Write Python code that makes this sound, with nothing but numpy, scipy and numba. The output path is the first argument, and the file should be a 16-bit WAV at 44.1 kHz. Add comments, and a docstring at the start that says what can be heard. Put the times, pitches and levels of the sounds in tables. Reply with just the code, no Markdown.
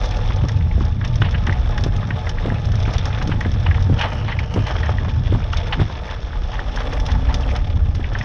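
"""On a stony trail a mountain bike climbs, heard by a small camera in a closed housing on the rider.
Wind buffets the microphone port: band-passed noise whose centre moves with the stream, with sharp pops.
Random cracks crush gravel and excite the resonances of the frame; shaped noise bursts make the knocks of
the mount and the ticks of thrown stones; a narrow band of noise hums in the tyre.
The housing dulls the treble and a limiter holds the peaks."""
import sys
import numpy as np
from scipy import signal
from scipy.fft import rfft, irfft
from scipy.io import wavfile
from scipy.ndimage import uniform_filter1d, minimum_filter1d
from numba import njit

SR = 44100
rng = np.random.default_rng(int(sys.argv[2]) if len(sys.argv) > 2 else 0)


def digitize_waveform(pressure):
    """Quantize a signal to 16-bit integers and store it at the path in sys.argv[1].

    Rows of a 2-D input are taken as channels; values are limited to [-1, 1].
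    """
    field = np.atleast_2d(pressure).T
    bounded = np.clip(field, -1, 1)
    quanta = np.round(bounded * 32767).astype(np.int16)
    wavfile.write(sys.argv[1], SR, quanta)


N = 363384

# pressure pops when an eddy breaks on the port: start_s, level_db
EDDY_POPS = [(0.436, -18.5), (0.777, -21), (0.806, -18), (1.216, -18), (1.483, -18.5), (1.5, -22),
             (1.792, -22.5), (1.861, -15.5), (2.454, -15.5), (2.479, -16), (2.519, -17.5), (2.875, -17.5),
             (3.272, -23), (3.291, -15.5), (3.336, -23), (3.458, -17), (3.895, -18), (3.92, -15.5),
             (3.932, -26.5), (4.558, -13), (4.574, -14.5), (4.597, -23.5), (5.322, -14), (5.346, -14.5),
             (5.796, -14.5), (5.812, -13.5), (7.994, -22)]
# broad transmission of air-borne sound through the housing: frequency_hz, gain_db
HOUSING_CURVE = [(600, 5.5), (1200, 4.5), (2500, -4), (4300, -12.5), (6200, -14), (7000, -29.5),
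                 (8000, -47.5), (10000, -61.5), (12000, -69), (15000, -75.5)]
# cavity resonances of the housing: centre_hz, width_hz, lift_db
CAVITY_MODES = [(1725, 89, 6.7), (5370, 530, 8.7), (9400, 300, 6), (10500, 260, 11)]
STRIKE = 0.3  # first contact of a knock or tick, relative to the rattle that follows


def undb(db):
    """The decibel law for amplitude: 20 dB is a factor of ten."""
    return 10 ** (np.asarray(db) / 20)


def unit(x):
    """Normalisation by effective value: scale to rms 1."""
    return x / np.sqrt(np.mean(x ** 2))


def columns(table):
    """Linear interpolation: every column after the time, at every sample."""
    s, *rest = np.transpose(table)
    return [np.interp(np.arange(N) / SR, s, c) for c in rest]


@njit
def svf(x, hz, width):
    """A driven, damped resonator: band-pass whose centre may move, with gain 1 at the centre."""
    y, b, l = np.empty(len(x)), 0., 0.  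# b and l: states of the two integrators
    for i in range(len(x)):
        g, k = np.tan(np.pi * hz[i] / SR), width / hz[i]
        v = (b + g * (x[i] - l)) / (1 + g * (g + k))
        b, l, y[i] = 2 * v - b, l + 2 * g * v, k * v
    return y


def band(x, hz, width):
    """A resonator of constant pitch: fixed band-pass."""
    return svf(x, np.full(len(x), 1. * hz), 1. * width)


def butterworth(x, order, edge_hz, kind="low"):
    """Maximally flat filtering: the pass band has no ripple."""
    return signal.sosfilt(signal.butter(order, edge_hz, kind, fs=SR, output="sos"), x)


def colour(x, points, peaks=()):
    """Minimum phase: a folded cepstrum makes a causal filter from a gain curve and its resonances."""
    size = 4096
    f = np.maximum(np.fft.rfftfreq(size, 1 / SR), 1)
    hz, db = np.transpose(points)
    db = np.interp(np.log(f), np.log(hz), np.maximum(db, -90))
    for centre_hz, width_hz, lift_db in peaks:
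        db = db + lift_db / (1 + (2 * (f - centre_hz) / width_hz) ** 2)
    cepstrum = irfft(np.log(undb(db)))
    cepstrum[1:size // 2] *= 2
    cepstrum[size // 2 + 1:] = 0
    response = irfft(np.exp(rfft(cepstrum)))
    return signal.fftconvolve(x, response)[:len(x)]


def walk(rate):
    """Slow random modulation: levels held 1 / rate s, smoothed twice, with rms 1."""
    hold = int(SR / rate)
    steps = np.repeat(rng.standard_normal(N // hold + 1), hold)
    return unit(uniform_filter1d(uniform_filter1d(steps, hold), hold)[:N])


def grains(rate, spread_db, top_db, smear_s):
    """Shot noise: random cracks of unequal, capped size, each a short decaying burst of noise."""
    size_db = np.minimum(spread_db * rng.exponential(size=N), top_db)
    hits = (rng.random(N) < rate / SR) * undb(size_db)
    softened = uniform_filter1d(hits ** 2, size=int(smear_s * SR / 2))
    power = signal.lfilter([1], [1, -np.exp(-1 / (smear_s * SR))], softened)
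    return unit(np.sqrt(np.abs(power)) * rng.standard_normal(N))


def bursts(rows, shape, rise_s, fall, strike=0.):
    """Impact excitation: each (start_s, level_db, length_s, ..) row is a noise burst through a filter."""
    size = 8192
    out = np.zeros(N + size)
    t = np.arange(size) / SR
    for (s, level_db, length_s, *rest), noise in zip(rows, rng.standard_normal((len(rows), size))):
        swell = (1 - np.exp(-t / rise_s)) * np.exp(-(t / max(length_s, 1e-4)) ** fall)
        energy = np.sum(swell ** 2)
        contact = strike * np.sqrt(energy) * (t == 0)
        one = shape(noise * swell + contact, *rest)
        # the burst gets the energy of a tone with this envelope
        match = np.sqrt(energy / np.sum(one ** 2) / 2)
        out[int(s * SR):int(s * SR) + size] += undb(level_db) * one * match
    return out[:N]


def throat(x):
    """Cavity resonance: the port lifts a band of air-borne sound, moving as the housing tilts."""
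    # resonance of the port: start_s, centre_hz
    throat_path = [(0, 3510), (3.85, 3500), (4.15, 2960), (4.6, 3000), (5.0, 3460), (8.24, 3430)]
    width_hz, lift_db = 330., 7.5
    return x + undb(lift_db) * svf(x, columns(throat_path)[0], width_hz)


def wind():
    """Turbulence: eddies throb in the port over a deep rumble, and smaller ones flutter above the throb."""
    # air stream over the port: start_s, throb_level_db, throb_centre_hz, rumble_level_db
    stream = [(0, -27, 91, -21), (.3, -22, 85, -18.5), (.58, -16.5, 86.4, -32.5), (.8, -18, 66.6, -17),
              (1.05, -20.5, 108.8, -24), (1.35, -22.5, 72.3, -21), (1.7, -22, 79.4, -19),
              (1.9, -17.5, 109.3, -20.5), (2.12, -18.5, 113, -29), (2.33, -28, 72, -18.5),
              (2.58, -16, 113, -30), (2.85, -19.5, 90.4, -21.5), (3.28, -19.5, 105.3, -20.5),
              (3.5, -15, 80, -24.5), (3.9, -19.5, 81.8, -22), (4.2, -22, 91.8, -26.5),
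              (4.75, -23, 82.4, -23), (5.25, -16.5, 82.4, -23.5), (5.6, -21, 78.8, -19),
              (6.1, -28.5, 72, -28), (6.7, -42, 62.5, -20), (7.15, -17, 61.9, -18.5), (7.6, -20, 67, -22),
              (8.24, -25.5, 63.7, -19.5)]
    throb_db, hz, rumble_db = columns(stream)

    # a breaking eddy lifts the throb around its pop
    surge_db, surge_s = -3.5, 0.025  # level over the pop, time scale of the bell
    s, pop_db = np.transpose(EDDY_POPS)
    pops = np.bincount((s * SR).astype(int), undb(2 * (pop_db + surge_db)), N)
    bell = np.exp(-(np.arange(-SR // 4, SR // 4) / SR / surge_s) ** 2)
    surge_power = np.abs(signal.fftconvolve(pops, bell, "same"))
    power = undb(2 * throb_db) + surge_power
    surge_share = surge_power / power

    # surges and small gusts move the centre by these shares
    surge_rise, wander = 0.4, 0.045
    gusts = walk(5)
    hz = hz * (1 + surge_rise * surge_share) * np.exp(wander * gusts)
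    throb = svf(svf(svf(rng.standard_normal(N), hz, 41.8), hz, 81.0), hz, 120.0)
    throb = unit(throb * undb(0.74 * walk(8) + 1.8 * gusts))

    rumble = band(band(rng.standard_normal(N), 36, 47), 42, 45)
    rumble = unit(rumble * undb(1.34 * walk(6.0)))

    flutter = unit(svf(svf(grains(150, 6.1, 19.5, 0.0049), 2.456 * hz, 67.0), 1.63 * hz, 240.0))
    flutter = undb(-19.5 + 2.5 * gusts + 9.5 * surge_share) * flutter

    # quicker eddies just above the throb, stronger as the stream speeds up
    at_100_hz_db, db_per_octave = -12.5, 7
    quick = unit(svf(svf(rng.standard_normal(N), 1.376 * hz, 60.0), 1.393 * hz, 60.0))
    quick = undb(at_100_hz_db + db_per_octave * np.log2(hz / 100)) * quick
    return np.sqrt(power) * (throb + quick + flutter) + undb(rumble_db) * rumble + slaps()


def slaps():
    """Pressure transients: each pop is one quick swing that thumps and shakes the port for a moment."""
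    swing_db, shake_db, thump_db = 6.5, -8, -4.5  # over the level of the pop
    out = np.zeros(N)
    for (s, level_db), (quick, turn) in zip(EDDY_POPS, rng.random((len(EDDY_POPS), 2))):
        hz = 190 * (1 + 0.66 * quick)
        cycles = np.arange(int(2 * SR / hz)) * hz / SR - 1
        swing = np.exp(-np.abs(cycles / 0.26) ** 2.0) * np.cos(2 * np.pi * (cycles + turn))
        out[int(s * SR):int(s * SR) + len(cycles)] += undb(level_db + swing_db) * swing
    thumps = [(s, db + thump_db, .014) for s, db in EDDY_POPS]
    shakes = [(s, db + shake_db, .012) for s, db in EDDY_POPS]
    out += bursts(thumps, lambda x: band(band(x, 230, 120), 200, 260), rise_s=0.0018, fall=0.81)
    return out + bursts(shakes, lambda x: band(band(x, 550, 890), 700, 1100), rise_s=0.0041, fall=1.0)


def ground():
    """Superposition: frame shake, pebbles and gravel add up, swelling with one load on the tyre."""
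    # ground under the tyres: start_s, coarse_stones_db, fine_gravel_db
    surface = [(0.0, -34.5, -33), (0.96, -43.5, -42), (1.4, -35.5, -35), (1.97, -38, -39.5),
               (2.8, -36.5, -36), (3.28, -38, -35.5), (3.63, -40, -37), (4.18, -33.5, -34),
               (4.5, -36.5, -38), (4.75, -33, -31.5), (5.05, -42.5, -38.5), (5.65, -38.5, -35),
               (6.35, -40.5, -37), (6.72, -34, -34.5), (7.32, -34.5, -35.5), (7.44, -32.5, -35.5),
               (7.6, -40.5, -42.5), (7.87, -45.5, -42.5), (8.24, -42, -35)]
    coarse_db, fine_db = columns(surface)
    load = np.tanh(3.8 * walk(15) + 0.66 * walk(6.8))
    pebble_db = -9.5  # relative to the frame shake
    coarse = frame_shake(load) + undb(pebble_db) * pebbles(load)
    return undb(coarse_db) * coarse + undb(fine_db) * gravel(load)


def frame_shake(load):
    """Modal excitation: jolts from stones ring the modes of frame and tyre."""
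    # frame and tyre modes: centre_hz, width_hz, level_db
    frame_modes = [(464, 35, 6), (600, 46, 6.5), (729, 21.2, 7), (855.3, 19.6, 9), (1230, 67, -3)]
    drift = 0.024  # typical share by which each mode wanders
    jolts = grains(500, 5.6, 14.8, 0.0018) * undb(1.86 * load)
    shake = undb(-17.0) * band(jolts, 650, 370)
    for k, (hz, width_hz, db) in enumerate(frame_modes):
        mode = svf(jolts, hz * np.exp(drift * walk(4)), 1. * width_hz)
        shake = shake + (-1) ** k * undb(db) * mode  # neighbours in opposite phase
    return unit(shake)


def pebbles(load):
    """Resonant fracture noise: short snaps and longer grinds ring at a pitch that changes at random."""
    draws = np.repeat(rng.standard_normal(N // 512 + 1), 512)[:N]  # a new pitch every 12 ms
    pitch_hz = 1800 * undb(4.0 * draws.clip(-2, 1.3))
    snaps = grains(59, 2.0, 21, 0.0017)
    grinds = undb(12.5) * grains(32, 17.0, 8.1, 0.0061)
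    cracks = (snaps + grinds) * undb(3.6 * load)
    ringing = svf(svf(cracks, pitch_hz, 620.0), pitch_hz, 1200.0)
    return unit(butterworth(ringing, 6, 5000))  # dulled by the housing wall


def gravel(load):
    """Granular friction: fine grit crackles in patches over a smooth roll, through the housing."""
    # borders between coarse, middle and fine grit: edge_hz
    grit_edges_hz = [2000, 4430]
    ranges = [(grit_edges_hz[0], "low"), (grit_edges_hz, "band"), (grit_edges_hz[1], "high")]
    # each size cracks on its own in its own range, over cracks that span them all
    sized = 0
    for edge_hz, kind in ranges:
        sized = sized + undb(2.67 * walk(25)) * butterworth(grains(110, 5.95, 13.6, 0.0024), 2, edge_hz, kind)
    crunch = undb(1.77 * load) * (sized + undb(-3.0) * grains(120, 3.5, 11.6, 0.0015))
    roll = butterworth(rng.standard_normal(N), 6, 6800)
    return unit(throat(colour(crunch + undb(-3.5) * roll, HOUSING_CURVE, CAVITY_MODES)))


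def knocks():
    """Structure-borne impact: gritty blows excite the mount's modes, and the plastic dulls the treble."""
    # knocks and rattles of the mount: start_s, level_db, pitch_hz, length_ms
    blow_table = [(0.416, -33, 2620, 3.3), (0.609, -26, 2200, 3), (0.712, -20.5, 2190, 2.1),
                  (0.49, -23, 1860, 6.8), (0.8052, -18.5, 1220, 3.3), (1.0123, -21, 1480, 5.4),
                  (1.042, -29, 2100, 25), (1.2173, -9, 1570, 4.7), (1.217, -16.5, 2960, 5.8),
                  (1.243, -26.5, 2300, 36), (1.286, -17.5, 1550, 2.8), (1.343, -20.5, 1900, 14),
                  (1.468, -17.5, 1730, 9.2), (1.4935, -9, 1700, 3.2), (1.524, -9.5, 1960, 1.8),
                  (1.777, -19.5, 1800, 10), (2.105, -13, 1740, 5.1), (2.267, -22, 1810, 8.7),
                  (2.293, -19, 3040, 1.3), (2.3836, -16, 1810, 2.4), (2.501, -15.5, 1750, 3),
                  (2.874, -25, 1510, 23), (3.053, -26, 1740, 7.7), (3.214, -19.5, 1500, 7.7),
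                  (3.314, -21, 1710, 19), (3.4086, -9.5, 1870, 2.8), (3.448, -21.5, 1700, 8.6),
                  (3.663, -15, 1330, 6.8), (3.664, -15.5, 2550, 4.2), (3.71, -15.5, 1750, 6.7),
                  (3.745, -22.5, 2160, 6.5), (3.779, -20, 1320, 5.1), (3.9879, -23.5, 2060, 42),
                  (3.9906, -18, 2920, 3.6), (4.002, -19, 1020, 4.7), (4.011, -14.5, 2150, 17),
                  (4.028, -20.5, 800, 38), (4.035, -21, 1720, 29), (4.056, -22, 1370, 3.8),
                  (4.281, -22.5, 1790, 35), (4.32, -20.5, 2180, 14), (4.388, -8, 2230, 2.2),
                  (4.558, -21, 900, 5.2), (4.664, -25.5, 1850, 41), (4.784, -21, 1480, 2.8),
                  (4.83, -5, 1820, 1.2), (4.863, -24, 1890, 12), (4.983, -14, 1790, 2.4),
                  (5.347, -16.5, 910, 2.7), (5.529, -23.5, 2900, 9.8), (5.5328, -10, 1370, 2.8),
                  (5.57, -21, 3500, 2.8), (5.7239, -15.5, 1510, 16.5), (5.725, -18, 3050, 12),
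                  (5.812, -23, 1100, 6.2), (6.33, -22, 1610, 3.8), (6.533, -27, 1790, 31),
                  (6.591, -13, 1600, 3.4), (6.773, -8, 1560, 1.25), (6.803, -25.5, 1420, 18),
                  (6.925, -21.5, 1490, 7), (7.085, -24, 840, 30), (7.148, -20.5, 870, 10),
                  (7.29, -22.5, 890, 29), (7.5512, -4, 1680, 0.27), (8.01, -28, 1800, 4.6),
                  (8.041, -17.5, 2100, 3.5), (8.15, -12, 1650, 3.9), (8.156, -12.5, 1630, 2.6),
                  (8.21, -14.5, 1950, 4.4)]
    # modes of the plastic mount: centre_hz, width_hz, lift_db
    mount_modes = [(870, 400, 14), (1642, 46, 4.5), (1870, 350, 5.5), (3000, 520, 6)]
    # transmission of the plastic: frequency_hz, gain_db
    plastic = [(300, -35.0), (700, 4.5), (3400, 1.0), (4400, -2.5), (7000, -39.0), (12000, -81.0)]

    def body(x, hz, width_hz):
        """Each blow favours a range around its pitch before the mount colours it."""
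        contacts = np.repeat(undb(2.2 * rng.standard_normal(len(x) // 64)), 64)  # 1.5 ms apart
        favoured = band(band(x * contacts, hz, 0.98 * width_hz), hz, 2.8 * width_hz)
        return colour(favoured, plastic, mount_modes)

    # a long rattle stirs more modes than a short knock
    spread_at_10_ms_hz, spread_power = 940, 0.7
    rows, tails = [], []
    for s, db, hz, ms in blow_table:
        rows.append((s, db, ms / 1e3, hz, spread_at_10_ms_hz * (ms / 10) ** spread_power))
        tails.append((s, db - 14.5, ms / 1e3 + 0.0094, hz, 2000))
    blows = bursts(rows, body, rise_s=0.00097, fall=1.64, strike=STRIKE)
    return blows + bursts(tails, body, rise_s=0.002, fall=0.61)


def ticks():
    """Brief contact, broad spectrum: stone on stone or metal clicks brightly, with a thin glint on top."""
    # sharp stone ticks: start_s, level_db
    tick_table = [(0.0565, -22.5), (0.11, -24.5), (0.169, -25.5), (0.2758, -29.5), (0.417, -38.5),
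                  (0.485, -19.5), (0.518, -28), (0.5655, -37), (1.048, -22.5), (1.076, -27.5),
                  (1.1562, -23.5), (1.2171, -27.5), (1.3099, -27), (1.4663, -24), (1.708, -32),
                  (1.778, -23), (1.8073, -30), (1.8375, -17), (1.963, -26), (2.27, -36), (2.2924, -18.5),
                  (2.6534, -25.5), (2.7187, -27), (2.7545, -25), (2.8, -28), (2.827, -27.5),
                  (2.9357, -20.5), (2.9814, -19), (3.054, -19), (3.2246, -24), (3.2737, -22.5),
                  (3.4062, -23.5), (3.5163, -26), (3.5387, -29), (3.6343, -34), (3.664, -38), (3.8242, -27),
                  (3.991, -24), (4.0137, -21.5), (4.2822, -38), (4.39, -26), (4.5391, -22), (4.6678, -24),
                  (4.742, -35), (4.8035, -33), (4.8606, -33), (5.529, -25), (5.5704, -19), (5.7303, -29),
                  (6.1444, -34), (6.54, -31), (6.7605, -21), (6.9321, -25), (6.999, -22.5), (7.0632, -20),
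                  (7.117, -21.5), (7.1512, -33), (7.342, -15), (7.4075, -28), (7.5517, -33),
                  (7.5622, -20.5), (7.9506, -24.5), (8.1329, -31), (8.1868, -23)]
    glint_db = -23.5  # relative to the click

    def bright(x):
        """Differentiation tilts the noise to the treble before the housing."""
        return colour(np.diff(x, prepend=0), HOUSING_CURVE, CAVITY_MODES + [(5400, 2800, 0.43)])

    def glint(x):
        """Cascaded resonators keep only the thin top."""
        return band(band(band(band(x, 9140, 3000), 9150, 3500), 10360, 4000), 7400, 4500)

    clicks = bursts([(s, db, .003) for s, db in tick_table], bright, rise_s=0.0004, fall=0.62, strike=STRIKE)
    glints = bursts([(s, db + glint_db, .002) for s, db in tick_table], glint, rise_s=0.001, fall=0.81)
    return throat(clicks) + glints


def tyre_hum():
    """Air-column resonance: the air in the tyre rings on the coarse stretch, shaken by the stones."""
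    level_db, from_s, to_s, fade_db_per_s = -38, 6.85, 7.5, 74
    t = np.arange(N) / SR
    outside_s = np.maximum(0, np.maximum(from_s - t, t - to_s))
    hum = unit(band(band(rng.standard_normal(N), 253.5, 28), 268, 40))
    return undb(level_db - fade_db_per_s * outside_s) * hum


def scene():
    """Linear superposition: all sources add at one microphone."""
    return (wind() + ground() + knocks() + ticks() + tyre_hum())[None]


def record(dry):
    """Band limiting and gain control: the housing dulls the top, a look-ahead limiter holds the peaks."""
    dry = butterworth(dry, 6, 11300)
    ceiling, size, top_hz = .56, 441, 15200  # amplitude, window in samples, upper band edge
    gain = np.minimum(1, ceiling / (np.abs(dry) + 1e-9))
    gain = uniform_filter1d(minimum_filter1d(gain, size), size // 2)
    gain = uniform_filter1d(gain, size // 2)
    return signal.sosfilt(signal.ellip(8, .2, 70, top_hz, fs=SR, output="sos"), gain * dry)


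dry = scene()
out = record(dry)
digitize_waveform(out)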